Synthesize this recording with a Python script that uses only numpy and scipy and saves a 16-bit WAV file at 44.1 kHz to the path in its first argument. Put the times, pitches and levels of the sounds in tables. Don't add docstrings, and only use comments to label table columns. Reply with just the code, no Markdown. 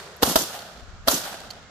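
import sys
import numpy as np
from scipy import signal
from scipy.fft import rfft, irfft
from scipy.io import wavfile
from scipy.ndimage import uniform_filter1d

SR = 44100
rng = np.random.default_rng(int(sys.argv[2]) if len(sys.argv) > 2 else 0)


def put_to_file(sound):
    columns = np.atleast_2d(sound).T
    safe = np.clip(columns, -1, 1)
    whole_steps = np.round(safe * 32767)
    wavfile.write(sys.argv[1], SR, whole_steps.astype(np.int16))


N = 74970
T, HZ = np.arange(N) / SR, np.fft.rfftfreq(N, 1 / SR)

def amp(db):
    return 10 ** (np.asarray(db) / 20)

def unit(x):
    return x / np.sqrt(np.mean(x ** 2) + 1e-20)

def read(points, hz):
    pitch, value = np.transpose(points)
    return np.interp(np.log(hz + 1), np.log(pitch + 1), value)

def after(s):
    return np.maximum(T - s, 0)

def fade(s, fade_s):
    return (T >= s) * np.exp(-after(s) / fade_s)

def ring(s, hz, fade_s):
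    return np.sin(2 * np.pi * hz * after(s)) * fade(s, fade_s)

def swell(s, width_s):
    return np.exp(-.5 * ((T - s) / width_s) ** 2)

def flutter(span_s):
    return unit(uniform_filter1d(rng.standard_normal(N), max(int(span_s * SR), 1)))

def panned(x, pan_db):
    return x * amp(pan_db * np.array([[.5], [-.5]]))

# (pitch [Hz], left minus right [dB])
FIELD_BALANCE = [(100, -1), (300, 0), (2400, -1), (6000, -1.5), (14000, -1.5)]
# (pitch [Hz], likeness [0 to 1])
FIELD_LIKENESS = [(300, 0.92), (700, 0.84), (1400, 0.44), (3000, 0.031)]
def noise(tone, balance=FIELD_BALANCE, likeness=FIELD_LIKENESS):
    left, other = rfft(rng.standard_normal((2, N)))
    alike = np.clip(read(likeness, HZ), -1, 1)
    right = alike * left + np.sqrt(1 - alike ** 2) * other
    level_db = read(tone, HZ) + np.outer([.5, -.5], read(balance, HZ))
    return unit(irfft(np.array([left, right]) * amp(level_db), N))

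def scatter(s, tone, fade_times, peak_s, rise_db):
    hz, t, spectrum = signal.stft(noise(tone), SR, nperseg=256)
    spectrum *= amp(-60 * np.maximum(t - s - peak_s, 0) / read(fade_times, hz)[:, None])
    tail = signal.istft(spectrum, SR, nperseg=256)[1][:, :N]
    uneven_db = 1.22 * flutter(span_s=.0059)
    build_db = -rise_db * np.maximum(1 - after(s) / peak_s, 0) ** 2
    return tail * (T > s) * amp(uneven_db + build_db)

# (pitch [Hz], level [dB])
EARLIER_TONE = [(60, -20.5), (185, -3.5), (260, -19), (428, -2), (798, -7.5), (1750, -7.5), (2360, -14.5),
                (4510, -13), (14000, -28)]
# (pitch [Hz], time to fall 60 dB [s])
FAR_FADES = [(200, 3.14), (1000, 1.26), (5000, 1.33), (12000, 0.6)]
FAR_PEAK_S, FAR_RISE_DB = .18, 26
def earlier_shot():
    return amp(-40) * scatter(-FAR_PEAK_S, EARLIER_TONE, FAR_FADES, FAR_PEAK_S, FAR_RISE_DB)

# (pitch [Hz], level [dB])
AIR_TONE = [(30, -20.5), (90, -1), (300, -13), (650, -16.5), (1400, -5.5), (2300, -17), (7500, -21),
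            (9500, -61), (15000, -57)]
# (pitch [Hz], left minus right [dB])
AIR_BALANCE = [(1300, -1), (4400, -4.5), (8000, 4)]
def open_air():
    return amp(-51) * noise(AIR_TONE, AIR_BALANCE)

# (pitch [Hz], level [dB])
WIND_TONE = [(20, -17), (50, -2.5), (90, -5), (200, -22.5), (700, -70)]
# (time [s], level [dB])
WIND_STRENGTH = [(0, -63), (.7, -67), (.75, -51.5), (1.05, -43.5), (1.25, -59.5), (1.42, -53), (1.7, -51.5)]
def wind():
    level_db = np.interp(T, *np.transpose(WIND_STRENGTH)) + 2.5 * flutter(span_s=.03)
    return amp(level_db) * noise(WIND_TONE, balance=[(100, 1.5)], likeness=[(100, .34)])

# (pitch [Hz], level [dB])
TRIGGER_TONE = [(5000, -20), (9000, -3), (12500, 15), (15000, -21)]
def trigger():
    return amp(-41.5) * fade(.166, fade_s=.0033) * noise(TRIGGER_TONE)

# (time [s], gas [dB], pulse [dB], boom [dB], boom pitch [Hz], boom fade [s], body [dB], thump [dB],
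#  lead-in [dB], bolt [dB], field echo [dB], field echo peak after [s], brush [dB], trees [dB])
GUNSHOTS = [(0.2300, 1.5, 3, -6.5, 478, 0.0068, -16, 1.5, 9, -10, -0.5, 0.068, 0.5, -20),
            (0.3576, 2.5, -4, -5.5, 650, 0.0046, -14.5, -2.5, -33.5, -7, 0, 0.025, -8.5, 2),
            (1.0814, 2, -7, -7.5, 658, 0.004, -19, -5.5, 8, -3.5, 1, 0.044, -6.5, 3.5)]
def shotguns():
    sound = np.zeros((2, N))
    for s, *blast_settings, bolt_db, field_db, peak_s, brush_db, trees_db in GUNSHOTS:
        sound += blast(s, *blast_settings) + bolt(s, bolt_db)
        sound += field_echo(s, field_db, peak_s) + brush_echo(s, brush_db) + tree_echo(s, trees_db)
    return sound

def pulse(s):
    age = after(s) / .00035
    return (T >= s) * (1 - age) * np.exp(-age)

# (pitch [Hz], level [dB])
LEAD_TONE = [(100, -14), (300, -4), (680, 1), (1100, -5), (2300, -9.5), (3600, -7.5), (9000, -15.5),
             (14000, -14.5)]
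# (pitch [Hz], level [dB])
GAS_TONE = [(60, -32.5), (150, -13), (300, -15), (620, -2.5), (1000, -0.5), (1450, -4.5), (2050, -19.5),
            (2550, -21), (3000, -8), (4200, -7), (6200, -13.5), (8200, -15.5), (9200, -22.5), (12500, -8),
            (14500, -18.5)]
# (pitch [Hz], left minus right [dB])
GAS_BALANCE = [(200, 17), (700, 1), (1300, 6), (2400, -2.5), (4400, -9.5), (8100, 1), (15000, -12.5)]
# (pitch [Hz], likeness [0 to 1])
GAS_LIKENESS = [(300, 0.47), (700, 0.19), (1400, 0.0052)]
def blast(s, gas_db, pulse_db, boom_db, boom_hz, boom_fade_s, body_db, thump_db, lead_db):
    paths = [(s, 1), (s + .0031, amp(-8))]
    lag_s = .00029 * np.array([[.5], [-.5]])
    shock = amp(pulse_db - 6) * sum(gain * pulse(at) for at, gain in paths)
    boom = amp(boom_db) * sum(gain * ring(at + lag_s, boom_hz, boom_fade_s) for at, gain in paths)
    body = amp(body_db) * sum(gain * ring(at, hz=298, fade_s=.0042) for at, gain in paths)
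    thump = -amp(thump_db - 18) * ring(s - .003, hz=64, fade_s=.0096)
    gas_shape = (T >= s) * np.exp(-after(s + .0059) / .0044)
    gas = amp(gas_db - 12.5) * gas_shape * noise(GAS_TONE, GAS_BALANCE, GAS_LIKENESS)
    lead_shape = (T < s) / (1 + ((T - s + .0042) / .0018) ** 2)
    lead_sound = amp(-2.5) * noise(LEAD_TONE) + amp(-3.5) * np.sin(2 * np.pi * boom_hz * (T - s))
    lead_in = amp(lead_db - 22) * lead_shape * lead_sound
    return lead_in + panned(shock + body + thump, pan_db=4) + boom + gas

# (pitch [Hz], level [dB])
FIELD_TONE = [(60, -30), (282, -7.5), (500, 0), (700, -0.5), (1400, -4), (2300, -14), (3120, -6),
              (5950, -5), (9020, -10), (12200, -5), (15000, -13.5)]
# (pitch [Hz], time to fall 60 dB [s])
FIELD_FADES = [(100, 0.75), (300, 0.32), (1000, 0.27), (5000, 0.5), (12000, 0.32)]
def field_echo(s, db, peak_s):
    return amp(db - 22) * scatter(s, FIELD_TONE, FIELD_FADES, peak_s, rise_db=4.5)

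# (time after the shot [s], level [dB], fade [s])
BOLT_CLACKS = [(0.0302, -17, 0.021), (0.061, -15.5, 0.0071)]
# (pitch [Hz], level [dB])
STEEL_TONE = [(1000, -45), (3000, -14), (6500, 8.5), (9800, -9), (14000, 1)]
def bolt(s, db):
    clacks = sum(amp(level) * fade(s + delay, fade_s) for delay, level, fade_s in BOLT_CLACKS)
    return amp(db) * clacks * noise(STEEL_TONE)

# (pitch [Hz], level [dB])
BRUSH_TONE = [(70, -14.5), (135, 0.5), (210, 2), (295, 7.5), (440, -7.5), (1000, -60.5)]
def brush_echo(s, db):
    return amp(db - 26) * swell(s + .062, width_s=.018) * noise(BRUSH_TONE)

# (pitch [Hz], level [dB])
TREE_TONE = [(200, -44.5), (450, -8.5), (700, 7), (1000, -3.5), (1400, -7.5), (2500, -8), (8000, -15.5)]
# (pitch [Hz], level [dB])
ROLL_TONE = [(59, -51.5), (100, -15.5), (196, -6.5), (324, -14.5), (391, -11), (703, -1), (1070, -10.5),
             (1430, -3), (2130, -14), (3390, -9), (9500, -18), (12500, -17)]
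def tree_echo(s, db):
    answer = amp(-39) * swell(s + .2, width_s=.02) * noise(TREE_TONE)
    wobble_db = .8 * flutter(span_s=.03)
    roll = amp(wobble_db - 38) * scatter(s, ROLL_TONE, FAR_FADES, FAR_PEAK_S, FAR_RISE_DB)
    return amp(db) * (answer + roll)

# (time [s], level [dB], extra ringing [dB])
GUN_CLICKS = [(0.591, -40.5, 3), (0.621, -43, 1), (1.344, -43, -6), (1.404, -44.5, 5), (1.5052, -38, 5.5),
              (1.5091, -36, 5.5), (1.512, -41, 5)]
# (pitch [Hz], level [dB], time to fall 60 dB [s])
STEEL_NOTES = [(3190, -14, 0.049), (4340, 0, .024), (4610, -2.5, .018), (5410, -11, .015),
               (6980, -13, 0.027), (12900, -24, .05)]
def gun_clicks():
    sound = np.zeros((2, N))
    for s, db, ring_db in GUN_CLICKS:
        tick = fade(s, fade_s=.0021) * noise(STEEL_TONE)
        notes = sum(amp(level) * ring(s, hz, fall_s / np.log(1000)) for hz, level, fall_s in STEEL_NOTES)
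        sound += amp(db) * (tick + amp(ring_db) * notes)
    return panned(sound, pan_db=-8)

# (time [s], level [dB])
SWIRLS = [(.832, -40), (0.892, -39), (.953, -41), (1.042, -40)]
def wind_bumps(width_s=.0042):
    bumps = sum(amp(db) * (((T - s) / width_s) ** 2 - 1) * swell(s, width_s) for s, db in SWIRLS)
    return panned(bumps, pan_db=9)

def whistle(hz=2130):
    return amp(-58.5) * swell(1.68, width_s=.036) * np.sin(2 * np.pi * hz * T)

def scene():
    guns = shotguns() + earlier_shot() + trigger() + gun_clicks()
    return guns + wind() + open_air() + wind_bumps() + whistle()

def record(dry):
    treble_cut = signal.firwin(401, 14850, window=("kaiser", 9), fs=SR)
    return signal.oaconvolve(np.tanh(dry), treble_cut[None], "same")

dry = scene()
out = record(dry)
put_to_file(out)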